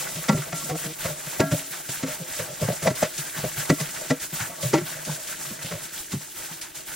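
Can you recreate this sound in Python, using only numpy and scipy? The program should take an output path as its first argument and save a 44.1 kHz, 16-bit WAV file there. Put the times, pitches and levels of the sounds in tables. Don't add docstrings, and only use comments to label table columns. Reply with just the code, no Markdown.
import sys
import numpy as np
from scipy import signal
from scipy.fft import rfft, irfft, next_fast_len
from scipy.io import wavfile

SR = 44100
rng = np.random.default_rng(int(sys.argv[2]) if len(sys.argv) > 2 else 0)


def wav_record(signal):
    frames = np.transpose(np.atleast_2d(signal))
    bounded = np.clip(frames, -1, 1)
    quanta = np.round(bounded * 32767).astype(np.int16)
    wavfile.write(sys.argv[1], SR, quanta)


N = 306495
TIME = np.arange(N) / SR

# freq_hz, level_db, t60_share (of the ring time)
BOTTOM_MODES = [(130, 2, 0.85), (154, 10.5, 1), (229, -33, 0.42), (280, -7.5, 1), (384, 0, 1)]
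WALL_MODES = [(477, -1, 0.44), (543, 2.5, 0.33), (609, 1, 0.87), (650.5, 1.5, 0.76), (855, -15.5, 1)]
RIM_MODES = [(908, -0.5, 0.94), (1122, 2.5, 0.74), (1332, 2.5, 0.66), (1640, -32, 0.25), (1982, 2.5, 0.78),
             (2190, 2, 0.49), (2393, -3.5, .8)]


def from_db(db):
    return 10 ** (np.asarray(db) / 20)


def rms_one(x):
    return x / np.sqrt(np.mean(x ** 2) + 1e-20)


def add(out, start_s, x):
    start = int(start_s * SR)
    out[start:start + len(x)] += x


def in_time(rows):
    time_s, *columns = np.transpose(rows)
    return [np.interp(TIME, time_s, column) for column in columns]


def at_hz(points, hz):
    points = np.array(points)
    return np.interp(np.log(hz + 1), np.log(points[:, 0]), points[:, 1])


def colour(x, spectrum):
    size = 2048
    gain = from_db(at_hz(spectrum, np.fft.rfftfreq(size, 1 / SR)))
    cepstrum = irfft(np.log(gain))
    cepstrum[1:size // 2] *= 2
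    cepstrum[size // 2 + 1:] = 0
    impulse = irfft(np.exp(rfft(cepstrum)))
    return signal.fftconvolve(x, impulse)[:len(x)]


def drift(rate_hz):
    step, settle = 40, 2000
    r = np.exp(-2 * np.pi * rate_hz * step / SR)
    noise = rng.standard_normal(N // step + settle + 2)
    slow = signal.lfilter([1], [1, -2 * r, r * r], noise)[settle:]
    return np.interp(np.arange(N) / step, np.arange(len(slow)), rms_one(slow))


def grains(per_s, spread_db):
    sizes = from_db(spread_db * np.minimum(rng.exponential(1, N), 4))
    signs = rng.choice([-1, 1], N)
    return sizes * signs * (rng.random(N) < per_s / SR)


def ring(force, hz, t60_s):
    r = np.exp(-np.log(1000) / (t60_s * SR))
    w = 2 * np.pi * hz / SR
    return signal.lfilter([1, 0, -1], [1, -2 * r * np.cos(w), r * r], force + 1e-18)


def body(force, modes, t60_s):
    return sum((-1) ** k * from_db(db) * ring(force, hz, t60_s * share)
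               for k, (hz, db, share) in enumerate(modes))


def chirps(clicks, pitches_hz, cycles):
    dealt = rng.integers(0, len(pitches_hz), N)
    return sum(ring(clicks * (dealt == k), hz, cycles / hz) for k, hz in enumerate(pitches_hz))


def widen(mid, side):
    # freq_hz, left-right likeness (1 same, -1 opposite)
    likeness = [(60, .97), (150, .93), (400, 0.25), (800, -0.2), (1400, 0.5), (2200, .95), (2900, .8),
                (3700, .94), (4400, 0.85), (6500, 0.15), (8500, -.05), (12000, -.45), (16000, -.1)]
    size = next_fast_len(N)
    alike = np.clip(at_hz(likeness, np.fft.rfftfreq(size, 1 / SR)), -.99, .99)
    mid = irfft(rfft(mid, size) * np.sqrt(1 + alike), size)[:N]
    side = irfft(rfft(side, size) * np.sqrt(1 - alike), size)[:N]
    return rms_one(np.array([mid + side, mid - side]))


def wide_noise(spectrum):
    return widen(*[colour(rng.standard_normal(N), spectrum) for _ in range(2)])


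def patchy(x, patchy_db, rate_hz):
    size = next_fast_len(N)
    octave = np.clip(np.log2(np.fft.rfftfreq(size, 1 / SR) / 110 + 1e-9), 0, 7)
    whole = rfft(x, size)
    out = 0
    for k in range(8):
        band = irfft(whole * np.maximum(1 - abs(octave - k), 0), size)[:, :N]
        out = out + band * from_db(patchy_db * drift(rate_hz))
    return rms_one(out)


def stirring():
    # start_s, length_s, crinkle_db, squelch_db
    strokes = [(0.123, 0.27, -37, -39.5), (0.347, 0.14, -38.5, -45), (0.536, 0.16, -36, -38),
               (0.756, 0.11, -36, -35.5), (0.982, 0.13, -38, -34), (1.29, 0.12, -40, -37.5),
               (1.507, 0.085, -34.5, -35.5), (1.704, 0.1, -39, -37.5), (1.882, 0.12, -36.5, -36),
               (2.069, 0.076, -35, -34), (2.269, 0.18, -37.5, -36), (2.363, 0.035, -42.5, -38),
               (2.59, 0.18, -40, -33), (2.82, 0.044, -35, -37), (2.949, .11, -37.5, -34.5),
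               (3.178, 0.13, -41.5, -35.5), (3.336, 0.16, -38.5, -34), (3.555, 0.062, -34, -33.5),
               (3.782, 0.13, -46.5, -37), (3.94, 0.16, -41, -36), (4.208, 0.032, -32.5, -35.5),
               (4.32, 0.15, -36, -34), (4.604, 0.097, -33, -38), (4.852, 0.08, -40.5, -36),
               (5.058, 0.097, -40, -35), (5.278, 0.054, -37, -35.5), (5.387, 0.1, -38, -41.5),
               (5.602, 0.21, -42, -38.5), (5.814, 0.041, -38.5, -42), (5.917, 0.09, -38, -39),
               (6.101, 0.023, -36.5, -36), (6.202, 0.028, -48, -39), (6.353, 0.11, -38, -37.5),
               (6.485, 0.22, -50, -40), (6.742, 0.068, -41.5, -39.5), (6.861, 0.11, -40, -37.5)]
    # time_s, glove_rustle_db, sliding_db
    undertone = [(0.0, -33, -23.5), (0.25, -45, -31), (0.73, -46, -29), (0.9, -42.5, -34.5),
                 (1.2, -40, -32.5), (1.75, -43, -39), (2.5, -41, -30.5), (2.94, -45.5, -30),
                 (3.12, -41.5, -35), (3.3, -42.5, -37), (3.7, -38, -27), (4.28, -45, -40.5),
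                 (4.72, -42.5, -27.5), (5.2, -40.5, -35.5), (5.7, -44, -32.5), (6.05, -43.5, -45),
                 (6.5, -45, -47), (6.72, -53, -49), (6.94, -44, -35)]
    attack_s, release_s, sag_db_per_s = 0.011, 0.03, 19
    seep_db = -1
    pushed_db = 2
    start_s, length_s, crinkle_db, wet_db = np.transpose(strokes)[:, :, None]
    t = TIME[::20]
    age_s = np.maximum(t - start_s, 0)
    effort = (1 - np.exp(-age_s / attack_s)) * from_db(-sag_db_per_s * age_s)
    effort = effort * np.exp(-np.maximum(age_s - length_s, 0) / release_s)
    rustle_db, slide_db = in_time(undertone)

    def level(stroke_db, rest_db):
        power = np.sum((effort * from_db(stroke_db)) ** 2, axis=0)
        return 10 * np.log10(np.interp(TIME, t, power) + from_db(rest_db) ** 2)
    return (level(crinkle_db, rustle_db), level(wet_db, rustle_db + seep_db),
            level(wet_db + pushed_db, slide_db))


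def glove(level_db, folds_per_s, spread_db, flutter_db, patchy_db):
    # freq_hz, level_db
    crinkle_spectrum = [(300, -6), (900, -21), (1600, -9), (3000, -2), (4500, -2.5), (7300, 5), (10500, 2),
                        (16000, -0.5)]
    per_s = folds_per_s * rms_one(from_db(level_db / 2))

    def folds():
        return colour(grains(per_s, spread_db) / np.sqrt(per_s), crinkle_spectrum)
    crinkle = patchy(widen(folds(), folds()), patchy_db, rate_hz=23.0)
    return crinkle * from_db(level_db + flutter_db * drift(rate_hz=3.7))


def tugs(rise_s, fade_s):
    # start_s, level_db (before rise and fade)
    pulls = np.array([(1.889, -36), (2.612, -39), (2.825, -39), (2.949, -41), (3.135, -41), (3.177, -32.5),
                      (3.8, -34.5), (3.945, -39.5), (4.197, -39.5), (5.048, -37.5), (5.271, -38),
                      (5.486, -42), (5.623, -40), (6.114, -42), (6.366, -58), (6.529, -43), (6.612, -36),
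                      (6.752, -43.5)])
    # freq_hz, level_db
    rustle_spectrum = [(300, -7.5), (900, -15), (1800, 6.5), (3200, 4), (6500, 7.5), (10000, 6),
                       (16000, -7.5)]
    age_s = np.maximum(TIME - pulls[:, :1], 0)
    flurries = from_db(pulls[:, 1:]) * (1 - np.exp(-age_s / rise_s)) * np.exp(-age_s / fade_s)
    return flurries.sum(axis=0) * wide_noise(rustle_spectrum)


def ticks(level_db):
    pitches_hz = np.geomspace(1900, 9000, 10)

    def peeling():
        return chirps(grains(per_s=170, spread_db=1.3), pitches_hz, cycles=14)
    return from_db(level_db) * widen(peeling(), peeling())


def squelch(level_db, films_per_s, patchy_db, bubble_db, bubbles_per_s, cycles):
    # freq_hz, level_db
    squelch_spectrum = [(250, -6), (600, -3.5), (870, 4.5), (1120, -5.5), (1520, 7), (2100, -1.5),
                        (3000, -2.5), (5000, -5.5), (10000, -6)]

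    def films():
        return colour(grains(films_per_s, spread_db=0.0), squelch_spectrum)
    tearing = widen(films(), films())
    pops = grains(bubbles_per_s, spread_db=2.0)
    bubbles = rms_one(chirps(pops, np.geomspace(800, 3200, 24), cycles))
    wet = tearing + from_db(bubble_db) * bubbles
    return patchy(wet, patchy_db, rate_hz=17.3) * from_db(level_db)


def drag(level_db, slips_per_s, t60_s, wall_db, rim_db):
    def rubbed():
        slips = grains(slips_per_s, spread_db=3.5)
        wall = from_db(wall_db) * body(slips, WALL_MODES, t60_s)
        rim = from_db(rim_db) * body(slips, RIM_MODES, t60_s)
        return body(slips, BOTTOM_MODES, t60_s) + wall + rim
    return patchy(widen(rubbed(), rubbed()), patchy_db=3, rate_hz=10) * from_db(level_db)


LEAD_S = .012
LIGHT_TAP_S = 0.0027


def blow(x, db):
    return from_db(db) * x / np.sqrt(np.mean(x[:SR // 25] ** 2) + 1e-20)


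def pressed(force, hz, t60_s):
    settle_s, settle_bend = 0.0078, 0.024
    quiver_share, quiver_per_s = .012, 120
    t = np.arange(len(force)) / SR
    steps = t * quiver_per_s
    count = int(steps[-1]) + 2
    quiver = np.interp(steps, np.arange(count), rng.standard_normal(count))
    bend = 1 + settle_bend * np.exp(-np.maximum(t - LEAD_S, 0) / settle_s) + quiver_share * quiver
    round_attack = signal.butter(1, [hz / 2, 2 * hz], "band", fs=SR, output="sos")
    force = signal.sosfilt(round_attack, force + 1e-18)
    turn = np.exp(2j * np.pi * hz * np.cumsum(bend) / SR)
    decay = np.exp(-np.log(1000) / (t60_s * SR))
    return (turn * signal.lfilter([1], [1, -decay], force * turn.conj())).real


def struck(mode, force, modes, t60_s, db):
    parts = [rng.choice([-1, 1]) * blow(mode(force, hz, t60_s * share), mode_db)
             for hz, mode_db, share in modes]
    return blow(sum(parts), db)


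def loaded(modes, main_hz, main_db, contact_s, focus_db):
    soft_focus = 0.56
    fall_db = focus_db * (contact_s / LIGHT_TAP_S) ** soft_focus
    others = [(hz, db - fall_db * abs(np.log2(hz / main_hz)), share) for hz, db, share in modes]
    return [(main_hz, main_db, 1)] + others


def knocks(thud_db, loaded_db, wall_db, loaded_wall_db, rim_db, slap_db, splat, mush, touch_db,
           focus_db):
    # contact_end_s, loaded_bottom_hz,
    # thud_db, loaded_wall_hz, wall_db, slap_db, contact_s
    landings = [(0.162, 165, -29, 580, -42, -42, 0.0087), (0.292, 205, -8.5, 548, -21, -22, 0.0032),
                (0.329, 238, -17, 604, -30, -33.5, 0.0044), (0.346, 150, -15.5, 390, -32, -51, 0.0052),
                (0.377, 148, -23.5, 620, -37, -38, 0.0047), (0.474, 159, -41, 626, -35, -60, 0.0082),
                (0.53, 168, -24, 682, -29, -32, 0.0022), (0.645, 141, -35, 572, -43, -52, 0.01),
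                (0.698, 159, -30, 696, -40, -32, 0.0042), (0.712, 157, -26, 460, -36, -36, 0.004),
                (0.756, 157, -31, 650, -31.5, -38, 0.0039), (0.855, 164, -26, 640, -36, -55, 0.0046),
                (1.058, 120, -23.5, 604, -25, -29, 0.0078), (1.096, 140, -31, 594, -31.5, -47, 0.0072),
                (1.271, 135, -31, 547, -40, -34.5, 0.0064), (1.397, 197, -19, 630, -20, -37, 0.0025),
                (1.405, 215, -11.5, 649, -19.5, -20, 0.0027), (1.427, 145, -19.5, 696, -30, -39, 0.0063),
                (1.521, 127, -14, 594, -24, -27, 0.0044), (1.537, 133, -18, 599, -24, -45, 0.0047),
                (1.893, 155, -29, 636, -40, -60, 0.0033), (2.035, 266, -17.5, 496, -30, -31.5, 0.0044),
                (2.074, 163, -34, 620, -34, -33, 0.01), (2.204, 170, -26.5, 517, -37, -61, 0.0061),
                (2.4, 114, -28.5, 509, -25.5, -32.5, 0.0068), (2.49, 148, -37, 620, -34.5, -52, 0.0091),
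                (2.624, 123, -16, 603, -21, -52, 0.0078), (2.637, 132, -25, 600, -35, -35, 0.0062),
                (2.688, 162, -17, 550, -22, -34, 0.0027), (2.703, 140, -20, 590, -22.5, -44, 0.0038),
                (2.729, 152, -31, 565, -31, -52, 0.0037), (2.832, 148, -23.5, 606, -30.5, -32, 0.0075),
                (2.862, 149, -24, 626, -17.5, -35, .008), (2.875, 170, -13.5, 621, -14.5, -21.5, 0.004),
                (2.908, 156, -18.5, 593, -28, -33, 0.0061), (3.027, 168, -20, 625, -14, -37, 0.0021),
                (3.033, 161.5, -18, 620, -20.5, -24, 0.0033), (3.051, 151, -36, 643, -27.5, -32.5, 0.003),
                (3.187, 134, -28, 636, -46, -56, 0.0051), (3.381, 146, -28, 628, -43, -29.5, 0.012),
                (3.444, 153, -21, 618, -24, -35, 0.0061), (3.579, 140, -25.5, 670, -41, -39.5, 0.0094),
                (3.702, 270, -10, 483, -19.5, -20.5, 0.0026), (3.712, 160.6, -12, 615, -23, -45, 0.0035),
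                (3.726, 292, -16, 467, -38, -44, 0.005), (3.808, 142, -20.5, 626, -32, -30.5, 0.0078),
                (4.108, 266, -11.5, 485, -18.5, -23, 0.004), (4.142, 284, -36, 484, -55, -43, 0.0063),
                (4.33, 169, -27, 370, -40, -53, 0.0054), (4.407, 112, -27.5, 626, -49, -30, 0.0092),
                (4.505, 149.8, -37, 699, -35.5, -44, 0.0089), (4.637, 127, -22, 596, -25.5, -33, 0.0083),
                (4.74, 321.5, -9, 590, -19.5, -21.5, 0.0044), (4.756, 303, -20, 580, -33, -30, 0.0063),
                (4.783, 349.5, -19.5, 620, -36, -30.5, 0.0059), (4.816, 136, -25, 396, -54, -43, 0.0074),
                (4.96, 151, -40, 644, -37, -49, 0.01), (5.08, 144, -27, 593, -32.5, -51, 0.011),
                (5.185, 148, -49, 629, -38, -54, 0.0077), (5.45, 142, -43, 627, -48, -48, 0.0091),
                (5.514, 143, -29.5, 503, -44, -41, 0.0061), (5.649, 127, -28.5, 550, -39, -47, 0.0058),
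                (5.72, 166, -28, 558, -30.5, -34, .007), (5.734, 104, -30, 535, -39, -58, 0.0047),
                (5.76, 130, -54, 600, -37, -47, 0.0061), (6.131, 178, -24, 438, -63, -34, 0.0092),
                (6.145, 146, -20, 435, -66, -59, 0.008), (6.515, 158, -37.5, 600, -58, -52, 0.0062)]
    # time_s, t60_s
    ring_time = [(0.3, 0.089), (1.42, 0.13), (1.55, 0.074), (2.2, 0.14), (2.7, 0.066), (3.05, 0.081),
                 (3.8, 0.071), (4.7, 0.13), (5.1, 0.11), (6.2, 0.091)]
    # freq_hz, level_db
    slap_spectrum = [(40, -56), (130, -9), (500, -13), (1000, 1.5), (2000, 4.5), (3200, -2.5), (7000, -2.5),
                     (9500, -14), (15000, -51)]
    flesh_hz, rim_t60_s = 840, .07
    spatter_db, spatter_s = -24, 0.032
    push_at = 0.615
    t = np.arange(int(.2 * SR)) / SR
    age_s = np.maximum(t - LEAD_S, 0)
    flesh = signal.butter(2, flesh_hz, fs=SR, output="sos")
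    touch = from_db(touch_db) * np.minimum(t / LEAD_S, 1) ** 2
    out = np.zeros(N + SR)
    for end_s, bottom_hz, thud, wall_hz, wall, slap, contact_s in landings:
        t60_s = np.interp(end_s, *np.transpose(ring_time))
        swell = touch + 1 - np.exp(-(age_s / contact_s) ** 2)
        wet = rng.standard_normal(len(t)) * swell
        contacts = wet * np.exp(-age_s / (splat * contact_s))
        spatter = wet * from_db(spatter_db) * np.exp(-age_s / spatter_s)
        force = mush * contacts / np.linalg.norm(contacts)
        force[int((LEAD_S + push_at * contact_s) * SR)] += LIGHT_TAP_S / contact_s
        soft = signal.sosfilt(flesh, force + 1e-18)
        bottom_modes = loaded(BOTTOM_MODES, bottom_hz, loaded_db, contact_s, focus_db)
        wall_modes = loaded(WALL_MODES, wall_hz, loaded_wall_db, contact_s, focus_db)
        start_s = end_s - contact_s - LEAD_S
        add(out, start_s, struck(pressed, soft, bottom_modes, t60_s, thud + thud_db))
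        add(out, start_s, struck(pressed, soft, wall_modes, 1.16 * t60_s, wall + wall_db))
        add(out, start_s, struck(ring, force, RIM_MODES, rim_t60_s, slap + rim_db))
        add(out, start_s, blow(colour(contacts + spatter, slap_spectrum), slap + slap_db))
    return out[:N]


def clangs():
    # start_s, t60_share, then one level_db per spot_hz
    hits = [(0.295, 0.52, -34, -17.5, -22.5, -38, -28), (0.528, 1.7, -45, -52, -36, -52, -47),
            (1.406, .9, -20.5, -27, -27, -23, -30), (2.873, .5, -45, -19.5, -35, -40, -41),
            (3.701, 0.56, -48, -40, -32.5, -46, -23), (4.108, 0.42, -42, -39, -36, -33, -24),
            (4.74, 0.67, -29, -17, -31, -47, -32)]
    spot_hz = [650, 780, 1364, 1626, 1970]
    # freq_hz, level_db, t60_s (before t60_share)
    free_modes = [(279, -5, 0.64), (640, -15, 0.99), (800, -5.5, 0.19), (930, 2, 0.11), (1115, -4.5, 0.17),
                  (1365, -1.5, 0.44), (1640, -3, 0.33), (1965, 3, 0.14), (2300, -18, 0.082)]
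    out, tap = np.zeros(N + SR), signal.unit_impulse(SR) / 2
    for start_s, share, *spot_db in hits:
        spot = list(zip(spot_hz, spot_db))
        modes = [(hz, db + at_hz(spot, hz), t60_s) for hz, db, t60_s in free_modes]
        add(out, start_s, body(tap, modes, share))
    waver_db = 1.7 * drift(rate_hz=35)
    return out[:N] * from_db(waver_db)


def judders():
    # start_s, length_s, slips_per_s, level_db (before the swell)
    runs = [(0.691, 0.042, 250, -31), (0.714, 0.054, 156, -30.5), (0.835, 0.097, 157, -38)]
    # freq_hz, level_db
    judder_spectrum = [(100, -12), (160, 14), (235, -17), (310, 10), (475, 8), (630, -3), (720, 15),
                       (850, -24), (1170, -2), (1500, -26), (2100, -24), (5000, -50)]
    wobble, uneven_db = .008, 1.5
    out = np.zeros(N)
    pace_s = np.cumsum(1 + wobble * drift(rate_hz=27)) / SR
    for start_s, length_s, slips_per_s, db in runs:
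        turns = np.floor(slips_per_s * pace_s[int(start_s * SR):int((start_s + length_s) * SR)])
        strength = from_db(uneven_db * rng.standard_normal(len(turns)))
        slips = np.diff(turns, prepend=turns[0]) * strength
        through = np.linspace(0, 1, len(turns))
        swell = 2 * np.sqrt(through * (1 - through))
        note = rms_one(colour(slips - slips.mean(), judder_spectrum))
        add(out, start_s, from_db(db) * note * swell)
    return out


def squishes(pops_per_s, fade_s, spread_octaves, cycles):
    # start_s, pocket_hz, level_db
    pockets = [(0.235, 1440, -36), (0.418, 1560, -33.5), (1.044, 1620, -36), (1.735, 1460, -37),
               (4.385, 1620, -38), (4.869, 1090, -44), (5.101, 1410, -41), (5.285, 1720, -38.5),
               (5.449, 1510, -39.5), (5.715, 1160, -39.5), (6.617, 2300, -45)]
    t = np.arange(int(.1 * SR)) / SR
    out = np.zeros(N + SR)
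    for start_s, hz, db in pockets:
        pitches_hz = hz * 2 ** (spread_octaves * np.linspace(-1, 1, 7))
        shape = (len(pitches_hz), len(t))
        chosen = rng.random(shape) < pops_per_s / len(pitches_hz) / SR
        pops = chosen * rng.standard_normal(shape) * np.exp(-t / fade_s)
        run = sum(ring(pop, pitch, cycles / pitch) for pop, pitch in zip(pops, pitches_hz))
        add(out, start_s, from_db(db) * rms_one(run))
    return out[:N]


def placed(x):
    # freq_hz, out_of_step_db
    pot_width = [(60, -42), (130, -61), (195, -31), (250, -23), (330, -16), (600, -9.5), (1200, -6),
                 (2200, -47), (6000, -7)]
    # freq_hz, left_minus_right_db
    pot_pan = [(150, 0), (350, 1.2), (650, 1.3), (1200, 0)]
    size, sides = next_fast_len(N), np.array([[1], [-1]])
    hz = np.fft.rfftfreq(size, 1 / SR)
    out_of_step = 1 - 1j * sides * from_db(at_hz(pot_width, hz))
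    pan = from_db(sides * at_hz(pot_pan, hz) / 2)
    return irfft(rfft(x, size) * out_of_step * pan, size)[:, :N]


def room_tone(level_db):
    # freq_hz, level_db
    room_spectrum = [(25, -24), (60, 12), (150, -3), (230, 11), (340, 27.5), (600, -5), (2000, -25),
                     (10000, -30)]
    return from_db(level_db) * wide_noise(room_spectrum)


def scene():
    glove_db, wet_db, drag_db = stirring()
    hand = from_db(4.5) * glove(glove_db, folds_per_s=12000, spread_db=-1.0, flutter_db=0.62,
                                patchy_db=1.8)
    hand = hand + from_db(6.5) * tugs(rise_s=0.0019, fade_s=0.028) + from_db(-11) * ticks(glove_db)
    meat = from_db(-0.5) * squelch(wet_db, films_per_s=2000, patchy_db=3.5, bubble_db=-14,
                                   bubbles_per_s=200, cycles=38)
    sliding = from_db(-13.0) * drag(drag_db, slips_per_s=530, t60_s=0.085, wall_db=9.5, rim_db=2.5)
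    blows = knocks(thud_db=-9.5, loaded_db=11.0, wall_db=-8.0, loaded_wall_db=5, rim_db=-14.5,
                   slap_db=-6.5, splat=1.97, mush=0.69, touch_db=-4, focus_db=4.5)
    juice = from_db(-10) * squishes(pops_per_s=970, fade_s=0.021, spread_octaves=0.27, cycles=8.6)
    pot = placed(blows + clangs() + judders() + juice)
    return hand + meat + sliding + pot + room_tone(level_db=-55)


def record(dry):
    steep = signal.ellip(12, .1, 80, 15850, fs=SR, output="sos")
    return signal.sosfilt(steep, dry)


dry = scene()
out = record(dry)
wav_record(out)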